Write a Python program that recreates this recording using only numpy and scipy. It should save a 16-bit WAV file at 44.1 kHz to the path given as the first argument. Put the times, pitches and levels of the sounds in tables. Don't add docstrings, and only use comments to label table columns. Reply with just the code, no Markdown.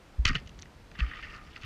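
import sys
import numpy as np
from scipy.fft import rfft, irfft, next_fast_len
from scipy.io import wavfile
from scipy.ndimage import map_coordinates

SR = 44100
rng = np.random.default_rng(int(sys.argv[2]) if len(sys.argv) > 2 else 0)


def dump_mix(stems):
    frames = np.atleast_2d(stems).T
    limited = np.clip(frames, -1, 1)
    pcm = np.round(limited * 32767).astype(np.int16)
    wavfile.write(sys.argv[1], SR, pcm)


N = 72765
T = np.arange(N) / SR

# [start t/s, level/dB, t60/s]
BOOMS = [(0.181, -9, .15), (1.008, -11, 0.16)]
# [start t/s, f/Hz, level/dB, t60/s, rise/s]
JOLTS = [(0.1917, 160, -30, 0.044, .004), (.2515, 465, -29, 0.024, 0.0031),
         (0.2559, 94, -17, 0.048, 0.0016), (0.2465, 23.7, -10, 0.22, 0.067),
         (0.2941, 164, -22, 0.039, 0.0052), (0.3113, 125, -22.5, 0.061, 0.0051),
         (0.3047, 263, -27, 0.064, 0.0027), (0.347, 162, -28, 0.068, 0.004),
         (0.351, 446, -36.5, 0.049, 0.0024), (.353, 665, -41, 0.027, 0.0012),
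         (.358, 130, -24.5, 0.07, 0.0044), (.457, 80, -34.5, .08, 0.0047), (.989, 158, -24.5, 0.05, 0.0079),
         (1.633, 109, -30.5, 0.14, 0.015)]
# [t/s, level before CLACK_DB/dB, centre of the ring f/Hz, treble relative to body/dB, t60/s]
CONTACTS = [(0.2509, -13, 1500, -8, .01), (.2526, -8, 1430, -14, .02), (.2533, -8.5, 2740, -3.5, 0.016),
            (0.2541, -10.5, 2700, 0, 0.012), (0.256, -16.5, 2350, 1, 0.011),
            (0.2647, -11.5, 2370, -7, 0.036), (0.2692, -11, 2630, -17, .012), (0.2749, -25, 2420, -6, .015),
            (0.2793, -10.5, 2570, -8.5, 0.033), (0.2916, -22, 1700, -8, .015), (.302, -43, 2200, -24, .01),
            (0.312, -34.5, 2400, 3, 0.016), (0.33, -43, 2200, -8, 0.048), (0.3471, -18, 2220, -14, 0.024),
            (0.3527, -13.5, 2700, -10, 0.032), (.3575, -24, 2400, -6, 0.013), (.3617, -18, 2100, -9, 0.014),
            (.3665, -27, 1700, -16, .012), (0.3835, -37, 2110, -3, 0.044), (0.462, -44, 2800, 0, 0.024),
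            (0.4737, -34.5, 2920, -1.5, 0.015), (0.4748, -43, 2900, 1, 0.014), (0.477, -41, 2200, 1, 0.013),
            (0.493, -37, 2800, 1.5, 0.019), (.546, -49, 2800, -4, .02), (.5905, -34, 2000, 2, .009),
            (0.5961, -48.5, 3000, 14.5, 0.017), (.616, -44, 2500, 4, .04), (.6224, -36.5, 3360, 13, 0.0077),
            (.629, -32, 2400, -2.5, 0.0072), (0.635, -48, 2800, -9, .01), (0.656, -31, 2000, -18, .01),
            (0.68, -49, 1400, -14, 0.027), (0.915, -33.5, 2210, -8.5, 0.018),
            (.9517, -31, 1720, -23, 0.045), (.9895, -22, 1600, -9, .014), (0.995, -39, 2400, -14, 0.016),
            (.9965, -18, 1290, -44, 0.023), (1.002, -38, 2000, -22, .02), (1.0044, -10, 2500, -27, 0.0093),
            (1.006, -23, 1850, -19, .02), (1.0235, -29, 1850, -16, 0.017), (1.087, -41, 1760, -18, 0.058),
            (1.113, -23, 1740, -23, 0.013), (1.118, -32, 1500, -18, 0.023),
            (1.134, -23.5, 1890, -32, 0.024), (1.15, -30, 1900, -18, 0.025), (1.159, -28, 1870, -16, 0.023),
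            (1.225, -25.5, 2200, -24.5, 0.028), (1.229, -29, 1900, -18, 0.03),
            (1.245, -29, 1900, -22, 0.12), (1.3297, -31, 1900, -24, .012), (1.338, -31, 1900, -14, 0.011),
            (1.357, -36, 1750, -18, .02), (1.378, -32, 1900, -18, 0.022), (1.3505, -49, 3500, 6, 0.016),
            (1.363, -46, 3000, 5, 0.016), (1.5618, -20.5, 2600, -29, .01), (1.568, -51, 1500, -15, 0.013),
            (1.577, -31, 2750, -13, 0.023), (1.584, -54, 1350, -14, .02), (1.614, -42, 2900, 2, 0.022),
            (1.6207, -30, 2400, -20, .02), (1.625, -41, 1400, -16, .015), (1.6335, -32, 2750, -4, 0.028),
            (1.639, -43, 2000, -14, .025)]
# [start t/s, f/Hz, level/dB, t60/s, rise/s]
SHAFT_RING = (.374, 2085, -50, .17, .008)
# [t/s, level before swell/dB, treble relative to body/dB, tilt of body/dB per octave]
RATTLE = [(.252, -35, -6, 3), (.262, -44.5, -5, 4), (.282, -39.5, 3, -12), (.298, -39.5, -15, -3.5),
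          (.316, -44.5, -16, -3), (.324, -52, -6, -1), (.346, -54.5, -10, -11), (.356, -34.5, -14.5, -9),
          (.371, -41.5, -7.5, 4.5), (.378, -61.5, -13, 12), (.4, -61, -4, 6), (.44, -70, -13, 4)]
# [t/s, level before swell/dB, treble relative to body/dB, tilt of body/dB per octave]
RUSTLE = [(0.93, -64.5, -27, -7), (0.956, -61.5, 3, 15), (0.976, -56.5, -42, -4), (0.992, -47, 0.5, 19),
          (1.014, -48, -14.5, -4), (1.126, -51, -18.5, 1.5), (1.192, -52.5, -14, 3.5),
          (1.22, -52, -10.5, 3.5), (1.342, -52, -14, -4.5), (1.348, -50.5, -6, -6.5),
          (1.406, -62, -17, -8.5), (1.452, -62, -4, 0), (1.502, -63, -11, -1), (1.512, -58.5, 5, 3),
          (1.526, -69.5, -8, 26), (1.568, -51.5, -2.5, -17), (1.59, -67.5, -8, 3), (1.65, -44.5, -12, 4)]
# [f/Hz, width before damping/Hz, relative level/dB]
BODY_MODES = [(1245, 110, 5.5), (1320, 51, -3.5), (1435, 100, -3), (1789, 48, 3), (1860, 47, 6),
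              (2114, 136, 1), (2325, 164, 0.5), (2740, 257, 1), (3056, 50, -0.5), (3025, 85, -1),
              (3500, 420, -6)]
# [f/Hz, width before damping/Hz, relative level/dB]
SHELL_MODES = [(3830, 390, -2.5), (4510, 467, 9.5), (4910, 840, 6.5), (5400, 334, 2), (6270, 243, -2),
               (7630, 720, -11.5), (9900, 600, -34), (11800, 1200, -22)]
# [t/s, level/dB]
MURMUR = [(.95, -59.5), (1.1, -62.5), (1.35, -66), (1.45, -60.5), (1.58, -72), (1.65, -59)]
# [f/Hz, relative level/dB]
HISS_SPECTRUM = [(88, -60), (150, -4.5), (243, -6), (284, -4.5), (418, -7), (907, -10), (1080, -11.5),
                 (1340, -11.5), (5080, -22.5), (15300, -40.5)]
# [t/s, upper band level before swell/dB, lowest band level/dB]
SURGE = [(0.0, -64, -58), (0.142, -62.5, -56.5), (0.27, -51, -43), (0.32, -48, -33), (0.458, -52.5, -51),
         (0.61, -55.5, -56.5), (0.758, -57, -59.5), (0.918, -57.5, -54), (1.066, -50.5, -45),
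         (1.158, -56.5, -54), (1.276, -56.5, -51.5), (1.414, -54, -52), (1.65, -61, -57.5)]

BOOM_HZ, BOOM_RISE_S = 57.5, 0.025
CLACK_DB, STRIKE_DB = -7, 16
FOCUS_DB = 18.5
CLACK_DAMPING = 2.6
CLACK_TOP_HZ, CRACKLE_TOP_HZ = 9500, 6500
BODY_EDGE_HZ, BODY_TOP_HZ = 1150, 3800
GRAINS_PER_S, GRAIN_SPREAD_DB = 1500, 5.5
RATTLE_SWELL_DB, RUSTLE_SWELL_DB, MODE_WANDER_DB = 3.0, 1, 2.5
SHARED = 0.41
TILT_PIVOT_HZ = 2000
MURMUR_HZ, MURMUR_WIDTH_HZ = 1214, 67
HISS_DB = -58
SURGE_HZ, SPLIT_HZ = 128, 64
TOP_HZ = 15300


def thuds():
    booms = sum(swing(start, BOOM_HZ, db, t60, BOOM_RISE_S) for start, db, t60 in BOOMS)
    jolts = sum(swing(*row) for row in JOLTS)
    return booms + jolts


def clacks():
    dull = np.zeros((len(BODY_MODES), N))
    bright = np.zeros((len(SHELL_MODES), N))
    burst_t = T[:SR // 10]
    shell_hz = np.array(SHELL_MODES)[:, :1]
    for start, db, centre_hz, treble_db, t60 in CONTACTS:
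        i = round(start * SR)
        t = burst_t[:N - i]
        span = slice(i, i + len(t))
        fall_db = -60 * t / t60
        peak_db = db + CLACK_DB + STRIKE_DB * (t == 0)
        off_centre_db = FOCUS_DB * np.abs(body_octaves(centre_hz))
        dull[:, span] += amp(peak_db + fall_db - off_centre_db)
        bright[:, span] += amp(peak_db + treble_db + fall_db * shell_hz / shell_hz[0])
    sign = np.sign(rng.standard_normal(N))
    return housing(dull * sign, bright * sign, CLACK_TOP_HZ, CLACK_DAMPING)


def shaft_ring():
    return swing(*SHAFT_RING)


def crackle(table, swell_db):
    level_db, treble_db, tilt_db = curves(table)
    gain = amp(level_db + swell_db * wobble(59.55))
    common = np.sqrt(SHARED) * impacts(count=1)

    def pushes(modes):
        mixed = common + np.sqrt(1 - SHARED) * impacts(len(modes))
        return mixed * amp([MODE_WANDER_DB * wobble(70) for _ in modes])

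    body_tilt = amp(tilt_db.clip(-20, 20) * body_octaves(TILT_PIVOT_HZ))
    dull = gain * pushes(BODY_MODES) * body_tilt
    bright = gain * pushes(SHELL_MODES) * amp(treble_db)
    return housing(dull, bright, CRACKLE_TOP_HZ)


def impacts(count):
    hit = rng.random((count, N)) < GRAINS_PER_S / SR
    strength = rng.standard_normal((count, N))
    spread = amp(GRAIN_SPREAD_DB * rng.exponential(size=(count, N))).clip(max=8)
    return unit(hit * strength * spread)


def housing(dull, bright, top_hz, damping=1):
    body = ringing(dull, BODY_MODES, BODY_TOP_HZ, damping)
    shell = ringing(bright, SHELL_MODES, top_hz, damping)
    return body + shell


def ringing(pushes, modes, top_hz, damping):
    centre, width, db = np.transpose(modes)[..., None]

    def response(f):
        loss = 1j * f * width * damping
        modal = amp(db) * loss / (centre * centre - f * f + loss)
        modal = modal / np.sqrt(np.mean(np.abs(modal) ** 2) * len(modal))
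        low, high = 1j * f / BODY_EDGE_HZ, 1j * f / top_hz
        low_edge = (low * low / (1 + low + low * low)) ** 3
        high_edge = 1 / (1 + 1.218 * high + high * high) ** 2
        return modal * low_edge * high_edge

    alternating = (-1) ** np.arange(len(centre))[:, None]
    return (filtered(pushes, response) * alternating).sum(0)


def body_octaves(hz):
    return np.log2(np.array(BODY_MODES)[:, :1] / hz)


def murmur():
    def ring(f):
        loss = 1j * f * MURMUR_WIDTH_HZ
        return loss / (MURMUR_HZ ** 2 - f * f + loss)

    hum = filtered(filtered(rng.standard_normal(N), ring), ring)
    level_db, = curves(MURMUR)
    return unit(hum) * amp(level_db)


def water():
    spectrum_hz, spectrum_db = np.transpose(HISS_SPECTRUM)

    def hiss_shape(f):
        return amp(np.interp(np.log(f + 1), np.log(spectrum_hz + 1), spectrum_db))

    hiss = filtered(rng.standard_normal(N), hiss_shape)
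    upper = filtered(rng.standard_normal(N), lambda f: (f > SPLIT_HZ) / (1 + (f / SURGE_HZ) ** 2))
    lowest = filtered(rng.standard_normal(N), lambda f: (f > 20) & (f < SPLIT_HZ))
    upper_db, lowest_db = curves(SURGE)
    stirring = unit(upper) * amp(upper_db + 1.6 * wobble(28)) + unit(lowest) * amp(lowest_db)
    return amp(HISS_DB) * unit(hiss) + stirring


def swing(start, hz, db, t60, rise):
    t = np.clip(T - start, 0, None)
    swell = np.sin(np.pi / 2 * np.clip(t / rise, 0, 1)) ** 2
    return amp(db - 60 * t / t60) * swell * np.sin(2 * np.pi * hz * t)


def amp(db):
    return 10 ** (np.asarray(db) / 20)


def unit(x):
    return x / np.sqrt(np.mean(x ** 2) + 1e-20)


def curves(rows):
    t, *columns = np.transpose(rows)
    return [np.interp(T, t, column, -120, -120) for column in columns]


def wobble(rate):
    knots = rng.standard_normal(int(N * rate / SR) + 4)
    return map_coordinates(knots, [T * rate])


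def filtered(x, response):
    m = next_fast_len(N + SR // 2)
    spectrum = rfft(x, m) * response(np.fft.rfftfreq(m, 1 / SR))
    return irfft(spectrum, m)[..., :N]


def scene():
    shot = clacks() + shaft_ring() + crackle(RATTLE, RATTLE_SWELL_DB)
    gear = crackle(RUSTLE, RUSTLE_SWELL_DB) + murmur()
    return (thuds() + shot + gear + water())[None]


def record(dry):
    return filtered(dry, lambda f: f < TOP_HZ)


dry = scene()
out = record(dry)
dump_mix(out)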